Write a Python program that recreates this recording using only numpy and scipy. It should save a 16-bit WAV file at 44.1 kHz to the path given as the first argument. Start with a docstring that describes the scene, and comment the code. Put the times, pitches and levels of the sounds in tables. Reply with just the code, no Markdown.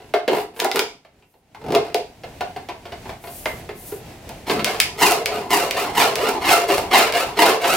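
"""Garage workbench: a vinyl gutter is dragged and knocked into place, then cut with a hacksaw.
Each tooth plucks the hollow plastic, push and pull in turn; chips tear off and hiss.
The gutter sticks and slips on the bench and rattles when struck; steel snaps on its edge.
A hand slides over the vinyl, the bench shudders, and the hard little room rings over a soft rumble."""
import sys
import numpy as np
from scipy import signal
from scipy.fft import rfft, irfft, next_fast_len
from scipy.io import wavfile
from scipy.ndimage import uniform_filter1d, map_coordinates

SR = 44100
rng = np.random.default_rng(int(sys.argv[2]) if len(sys.argv) > 2 else 0)


def file_out(sig):
    """Save sig as 16-bit WAV at sys.argv[1]."""
    # one column per channel
    cols = np.atleast_2d(sig).T
    # limit, then scale
    lim = np.clip(cols, -1, 1)
    pcm = np.round(lim * 32767).astype(np.int16)
    wavfile.write(sys.argv[1], SR, pcm)


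N = 342216
T = np.arange(N) / SR

# Event levels are relative within each table.
# push and pull in turn, each lasting until the next:
# (start [s], rise [s], hold [s], boom [dB], rasp [dB], hiss over rasp [dB])
SAW_STROKES = [(4.458, 0.03, 0.0041, -21.5, -27, -6), (4.642, 0.024, 0.013, -27, -26.5, -7),
               (4.972, 0.059, 0.011, -14, -17, -0.5), (5.245, 0.061, 0.044, -25.5, -33, -9.5),
               (5.488, 0.031, 0.043, -19, -22, -1.5), (5.725, .065, 0.0077, -20.5, -25, -6.5),
               (5.93, .06, 0.035, -17.5, -20.5, -5), (6.15, 0.092, 0.033, -20.5, -27.5, -8),
               (6.40, 0.069, 0.047, -17, -18, -5), (6.665, 0.041, 0.025, -21, -24.5, -3),
               (6.9, 0.03, 0.055, -15.5, -17, -6), (7.125, 0.032, 0.013, -23, -24, -6),
               (7.35, 0.05, 0.053, -14, -19, -6.5), (7.59, 0.076, .09, -22, -24.5, -4.5)]
# gutter dragged on the bench: (start [s], rise [s], length [s], boom [dB], rasp [dB])
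SHOVES = [(0, 0.0024, 0.048, -42.5, -49), (0.286, 0.041, .13, -16, -27.5), (0.548, 0.058, .1, -22.5, -28.5),
          (0.733, 0.024, 0.092, -17, -27.5), (1.609, 0.13, 0.174, -16, -31),
          (1.82, 0.028, 0.19, -32.5, -41)]
# envelopes of push, pull and shove: (rise [dB], boom sag [dB/s], rasp sag [dB/s])
PUSH_ENVELOPE = (15.8, 98, 131)
PULL_ENVELOPE = (11.3, 72, 138)
SHOVE_ENVELOPE = (18.8, 198, 91)
# blows on the gutter: (time [s], boom [dB], clack [dB], favoured mode [Hz])
KNOCKS = [(0.138, -4.5, -12, 600), (0.278, -4.5, -12, 446), (0.647, -9, -15.5, 824),
          (0.758, -16.5, -14.5, 405), (1.048, -42, -41.5, 650), (1.224, -50, -48, 2560),
          (1.338, -48.5, -54, 686), (1.547, -38, -31.5, 846), (1.749, -6, -11, 714),
          (1.945, -7.5, -40, 690), (2.235, -26, -28, 570), (2.407, -12.5, -18, 670),
          (2.562, -23.5, -24, 760), (2.687, -22, -22, 670), (2.854, -27, -28.5, 634),
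          (2.920, -23.5, -26, 660), (3.055, -29.5, -32, 820), (3.093, -23.5, -25, 696),
          (3.239, -28.5, -30.5, 695), (3.272, -28, -28.5, 675), (3.457, -14, -12.5, 1900),
          (3.69, -21.5, -26, 2120), (3.920, -19.5, -34.5, 394), (4.294, -28.5, -32.5, 654),
          (4.497, -8, -12, 400), (4.593, -26, -16.5, 413), (5.108, -8, -29, 740), (6.698, -8, -14, 582),
          (7.642, -11.5, -8.5, 770)]
# steel catching the plastic edge: (time [s], crack [dB], treble [dB])
SNAPS = [(0.6, -12.5, -12.5), (0.645, -23, -13), (0.714, -15, -22), (0.7586, -21, -12.5),
         (0.7919, -8.5, -11), (1.721, -24.5, -27), (1.7492, -13.5, -17.5), (1.9437, -14, -15),
         (3.456, -22, -41), (4.2908, -34, -26.5), (4.6442, -10, -7.5), (4.764, -29, -37), (4.8003, -2.5, 0),
         (5.1092, -26, -9), (5.119, -16.5, -9), (5.2578, -11, -11.5), (5.7089, -13, -14.5),
         (6.155, -15.5, -13), (7.123, -18, -19)]
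# hand on vinyl: (start [s], end [s], level [dB])
HAND_SLIDES = [(0.3, 0.455, -41), (0.537, 0.67, -41.5), (0.72, 0.84, -38.5), (1.236, 1.43, -66.5),
               (3.175, 3.627, -41), (3.736, 4.01, -40.5)]
# bench under load: (start [s], end [s], level [dB])
BENCH_SHUDDERS = [(1.62, 1.83, -29), (4.47, 4.67, -29.5)]
# broad response of the plastic wall: (frequency [Hz], gain [dB])
WALL_RESPONSE = [(47, -50.5), (80, -34.5), (328, -1), (418, -1), (621, -7.5), (693, -1), (1200, -12.5),
                 (1400, -11.5), (2330, -14), (2840, -12), (3240, -16.5), (4720, -19), (6140, -26),
                 (15500, -28)]
# gutter and blade modes: (frequency [Hz], width [Hz], gain over wall response [dB])
GUTTER_MODES = [(160.5, 18, 6.5), (293, 78, -3.5), (419.2, 57, 9.5), (503, 23, -14.5), (622, 110, -1.5),
                (682, 36, -10), (850, 140, -8), (980, 32, 1.5), (1730, 9.6, -20), (2100, 76, -0.5),
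                (2730, 99, -7.5), (4270, 130, -9), (11700, 390, -11)]
# blade modes in a snap: (frequency [Hz], width [Hz], gain over click [dB])
BLADE_MODES = [(2400, 450, 7), (3200, 900, 1), (4750, 700, -1)]
# garage reverberation: (frequency [Hz], T60 [s], band gain [dB])
ROOM_BANDS = [(150, 0.93, -5.5), (388, 0.28, 2.5), (1010, 0.3, 3), (2890, 0.32, -1.5), (6600, 0.33, -2.5),
              (14200, 0.2, -7)]
# reverberation width: (frequency [Hz], side over mid [dB])
ROOM_SPREAD = [(120, -27), (280, -16.5), (550, -11), (1100, -3), (2200, -2.5), (4500, 3), (12000, 2)]
# background contour: (time [s], level [dB])
BACKGROUND_LEVEL = [(0, -49), (0.9, -56.5), (1.4, -61), (1.7, -46), (2.8, -44.5), (4.2, -40.5), (4.9, -40),
                    (7.76, -40.5)]
# background spectrum: (frequency [Hz], gain [dB])
BACKGROUND_COLOUR = [(15, -43.5), (25, -5), (101, 0), (260, -5.5), (582, -10), (631, -9.5), (782, -9.5),
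                     (1200, -22), (1850, -20), (2770, -21), (3090, -23.5), (15500, -36)]
# stereo colour: (frequency [Hz], left minus right [dB])
STEREO_TILT = [(250, 0), (1100, -0.4), (2400, -2), (5000, 0.2), (9000, 2), (14000, 1.5)]

BOOM_TOP_HZ, RASP_TOP_HZ = 1200, 5500


def saw(tooth_hz=1300, chatter_hz=110, chatter_db=2, tear_db=-2, dull_db=5, burst_db=1.5,
        echo_s=0.000915, echo_db=-5, last_turn_s=7.87):
    """Teeth pluck the wall, fastest in mid-stroke; the blade grabs unevenly and chips tear off."""
    turns_s = [row[0] for row in SAW_STROKES] + [last_turn_s]
    strokes = []
    for k, (start, rise, hold, boom, rasp, _) in enumerate(SAW_STROKES):
        envelope = PULL_ENVELOPE if k % 2 else PUSH_ENVELOPE
        strokes.append(movement_db(start, rise, turns_s[k + 1] - start, boom, rasp, hold, envelope))
    angle = np.pi * np.interp(T, turns_s, np.arange(len(turns_s)))
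    speed, travel = np.abs(np.sin(angle)), (1 - np.cos(angle)) / 2
    teeth = tooth_pulses(tooth_hz * (0.3 + 0.7 * speed) * np.exp(0.07 * wander(250)))
    force = teeth + undb(tear_db) * rng.standard_normal(N)
    force *= undb(chatter_db * wander(chatter_hz))
    force *= np.tanh(5 * speed)  # no cut at rest
    # plucks return from the blade's end; its distance changes, so the resonances glide
    returned = map_coordinates(force, [(T - echo_s * (1 + travel)) * SR], order=3)
    force = (force + undb(echo_db) * returned) / np.hypot(1, undb(echo_db))
    # chip hiss comes in bursts and dulls towards each turn
    bites_s = [start + rise for start, rise, *_ in SAW_STROKES]
    chips_db = np.interp(T, bites_s, [row[-1] for row in SAW_STROKES])
    hiss_db = chips_db - dull_db * (1 - speed) + burst_db * wander(chatter_hz)
    return rub(force, strokes, hiss_db)


def tooth_pulses(rate_hz, scatter_db=5):
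    """One pulse of random size per tooth release; mean power near one."""
    releases = np.flatnonzero(np.diff(np.floor(np.cumsum(rate_hz) / SR)))
    sizes = undb(scatter_db * rng.standard_normal(N // 10)[:len(releases)])
    pulses = np.zeros(N)
    pulses[releases] = sizes / np.sqrt(np.mean(sizes ** 2)) * np.sqrt(SR / rate_hz[releases])
    return pulses - uniform_filter1d(pulses, size=256)


def movement_db(start_s, rise_s, length_s, boom_db, rasp_db, hold_s, envelope, stop_db_per_s=897):
    """Boom and rasp levels of one movement: build, hold, sag, stop."""
    rise_db, boom_db_per_s, rasp_db_per_s = envelope
    age_s = T - start_s
    outside_s = np.maximum(-age_s, 0) + np.maximum(age_s - length_s, 0)
    db = -rise_db * np.clip(1 - age_s / rise_s, 0, 1) - stop_db_per_s * outside_s
    sag_s = np.maximum(age_s - rise_s - hold_s, 0)
    return np.array([boom_db + db - boom_db_per_s * sag_s, rasp_db + db - rasp_db_per_s * sag_s])


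def rub(force, movements, hiss_db):
    """Friction drives the gutter's boom, rasp and hiss bands."""
    boom_db, rasp_db = np.max(movements, axis=0).clip(-150)
    levels_db = boom_db, rasp_db, rasp_db + hiss_db
    bands = split_bands(gutter_response())
    return sum(signal.oaconvolve(force * undb(db), band)[:N] for db, band in zip(levels_db, bands))


def gutter_response(scatter_db=0, size=8192):
    """One pluck: a broad click plus modes, their shares scattered by the place struck."""
    # minimum-phase click from the folded cepstrum
    cepstrum = irfft(np.log(undb(curve_db(WALL_RESPONSE, np.fft.rfftfreq(size, 1 / SR)))))
    cepstrum[1:size // 2] *= 2
    cepstrum[size // 2:] = 0
    click = irfft(np.exp(rfft(cepstrum)))
    shares = undb(scatter_db * rng.standard_normal(len(GUTTER_MODES)))
    return click + sum(share * undb(db) * resonate(click, hz, width_hz)
                       for share, (hz, width_hz, db) in zip(shares, GUTTER_MODES))


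def drag(judder_hz=48, slip_s=0.0097, hold_s=0.012, gain_db=-3, hiss_db=-10):
    """The gutter sticks and slips on the bench: one gritty burst per slip."""
    rate_hz = judder_hz * np.exp(0.22 * wander(30))
    since_slip_s = (np.cumsum(rate_hz) / SR % 1) / rate_hz
    force = np.exp(-since_slip_s / slip_s) * rng.standard_normal(N)
    shoves = [movement_db(*row, hold_s, SHOVE_ENVELOPE) for row in SHOVES]
    return undb(gain_db) * rub(force / force.std(), shoves, hiss_db)


def knocks(rattle_s=0.014, ring_db=9, ring_q=3.7, hiss_db=-16, boom_gain_db=20, clack_gain_db=19):
    """Each blow rattles the loose gutter; the place struck favours one wall mode."""
    out, t = np.zeros(N), T[:SR // 10]
    for time_s, boom_db, clack_db, mode_hz in KNOCKS:
        rattle = rng.standard_normal(len(t)) * np.exp(-t / rattle_s)
        blow = signal.fftconvolve(rattle, gutter_response(scatter_db=1))
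        # a stiff spot barely moves modes far below the favoured one
        cutoff_hz = 0.37 * min(mode_hz, BOOM_TOP_HZ / 2)
        blow = signal.sosfilt(signal.butter(2, cutoff_hz, "high", fs=SR, output="sos"), blow)
        ring = undb(ring_db) * resonate(blow, mode_hz, mode_hz / ring_q)
        boom, rasp, hiss = split_bands(blow + ring)
        clack = rasp + undb(hiss_db) * hiss
        add(out, time_s, undb(boom_db + boom_gain_db) * boom + undb(clack_db + clack_gain_db) * clack)
    return out


def snaps(travel_s=0.0019, crack_gain_db=18.5, treble_gain_db=14, scatter_db=1.5,
          buzz_db=-7, buzz_s=0.0095):
    """A crack rings the blade, which buzzes on the edge; too short to move the low modes."""
    out, t = np.zeros(N), T[:SR // 10]
    # bending waves carry treble faster: the click becomes a tiny falling sweep
    click = shape(signal.unit_impulse(len(t)),
                  lambda f: np.exp(-4j * np.pi * travel_s * np.sqrt(f * BLADE_MODES[0][0])))
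    for time_s, crack_db, treble_db in SNAPS:
        buzz = unit_energy(rng.standard_normal(len(t)) * np.exp(-t / buzz_s))
        force = click + undb(buzz_db) * buzz
        ring = sum(undb(db + scatter_db * rng.standard_normal()) * resonate(force, hz, width_hz)
                   for hz, width_hz, db in BLADE_MODES)
        _, crack, treble = split_bands(force + ring)
        snap = undb(crack_db + crack_gain_db) * crack + undb(treble_db + treble_gain_db) * treble
        add(out, time_s, snap)
    return out


def hand_slides(hiss_hz=12500, width_hz=5000, flicker_db=2):
    """A hand on smooth vinyl: thin hiss that swells and fades with its speed."""
    hiss = resonate(rng.standard_normal(N), hiss_hz, width_hz)
    return hiss / hiss.std() * swells(HAND_SLIDES) * undb(flicker_db * wander(25))


def bench(body_hz=185, width_hz=260):
    """The bench top rumbles as the gutter is forced against it."""
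    rumble = resonate(resonate(rng.standard_normal(N), body_hz, width_hz), body_hz, width_hz)
    return rumble / rumble.std() * swells(BENCH_SHUDDERS)


def garage(direct, places=4, shift_hz=10, right_lag_s=17e-6):
    """The long gutter radiates from shifting places, each with its own reflections."""
    shares = np.array([wander(shift_hz) for _ in range(places)])
    shares /= np.linalg.norm(shares, axis=0)  # constant total power
    echo = sum(signal.oaconvolve((direct * share)[None], room_response(), axes=1)[:, :N]
               for share in shares)
    right = shape(direct, lambda f: np.exp(-2j * np.pi * f * right_lag_s))
    return echo + np.array([direct, right])


def room_response(build_s=0.00017, plateau_s=0.007):
    """Dense reflections hold briefly, then die; wider towards the treble."""
    t = T[:SR * 3 // 5]
    mid, side = rng.standard_normal((2, len(t)))
    side = shape(side, lambda f: undb(curve_db(ROOM_SPREAD, f)))
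    field = np.array([mid + side, mid - side]) / np.sqrt(2)
    log_centres = np.log([row[0] for row in ROOM_BANDS])
    echo = np.zeros_like(field)
    for weights, (_, t60_s, db) in zip(np.eye(len(ROOM_BANDS)), ROOM_BANDS):
        band = shape(field, lambda f: np.interp(np.log(f + 1), log_centres, weights))
        fade = (1 - np.exp(-t / build_s)) * undb(-60 * np.maximum(t - plateau_s, 0) / t60_s)
        echo += undb(db) * unit_energy(fade) * band
    return echo


def background(wide_above_hz=1300, flicker_db=3):
    """Soft, unsteady rumble with a little hiss; dips early, then rises."""
    mid, side = shape(rng.standard_normal((2, N)), lambda f: undb(curve_db(BACKGROUND_COLOUR, f)))
    side = shape(side, lambda f: f / (f + wide_above_hz))
    db = np.interp(T, *np.transpose(BACKGROUND_LEVEL)) + flicker_db * wander(10)
    return np.array([mid + side, mid - side]) / mid.std() * undb(db)


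def split_bands(x):
    """Boom, rasp and hiss bands, each of unit energy."""
    edges = [(BOOM_TOP_HZ, "low"), ([BOOM_TOP_HZ, RASP_TOP_HZ], "band"), (RASP_TOP_HZ, "high")]
    filters = [signal.butter(3, hz, kind, fs=SR, output="sos") for hz, kind in edges]
    return [unit_energy(signal.sosfilt(sos, x)) for sos in filters]


def swells(table):
    """One half-sine of gain per row."""
    return sum(undb(db) * np.sin(np.pi * np.clip((T - start_s) / (end_s - start_s), 0, 1))
               for start_s, end_s, db in table)


def wander(rate_hz):
    """Smooth random drift, spread near one."""
    steps = rng.standard_normal(N // 20)
    return np.sqrt(3 / 2) * np.interp(T * rate_hz, np.arange(len(steps)), steps)


def resonate(x, hz, width_hz):
    """One resonance, unity gain at centre."""
    return signal.lfilter(*signal.iirpeak(hz, hz / width_hz, fs=SR), x)


def shape(x, gain):
    """Filter by gain(frequency in Hz)."""
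    size = next_fast_len(x.shape[-1])
    return irfft(rfft(x, size) * gain(np.fft.rfftfreq(size, 1 / SR)), size)[..., :x.shape[-1]]


def curve_db(table, hz):
    """Interpolate a spectrum over log frequency."""
    points_hz, points_db = np.transpose(table)
    return np.interp(np.log(hz + 1), np.log(points_hz), points_db)


def add(out, time_s, sound):
    """Mix a sound in at time_s."""
    i = int(time_s * SR)
    out[i:i + len(sound)] += sound[:N - i]


def undb(db):
    """Decibels to gain."""
    return 10 ** (np.asarray(db) / 20)


def unit_energy(x):
    """Scale to energy one."""
    return x / np.sqrt(np.sum(x ** 2))


def scene():
    """All work on the gutter in one room, over the background."""
    return garage(saw() + drag() + knocks() + snaps() + hand_slides() + bench()) + background()


def record(dry, ceiling=1.1, top_hz=15800):
    """Left-right colour tilt, soft clip, low-pass."""
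    tilted = np.array([shape(channel, lambda f: undb(sign * curve_db(STEREO_TILT, f) / 2))
                       for channel, sign in zip(dry, (1, -1))])
    rounded = ceiling * np.tanh(tilted / ceiling)
    return signal.sosfilt(signal.ellip(10, 0.2, 90, top_hz, fs=SR, output="sos"), rounded)


dry = scene()
out = record(dry)
file_out(out)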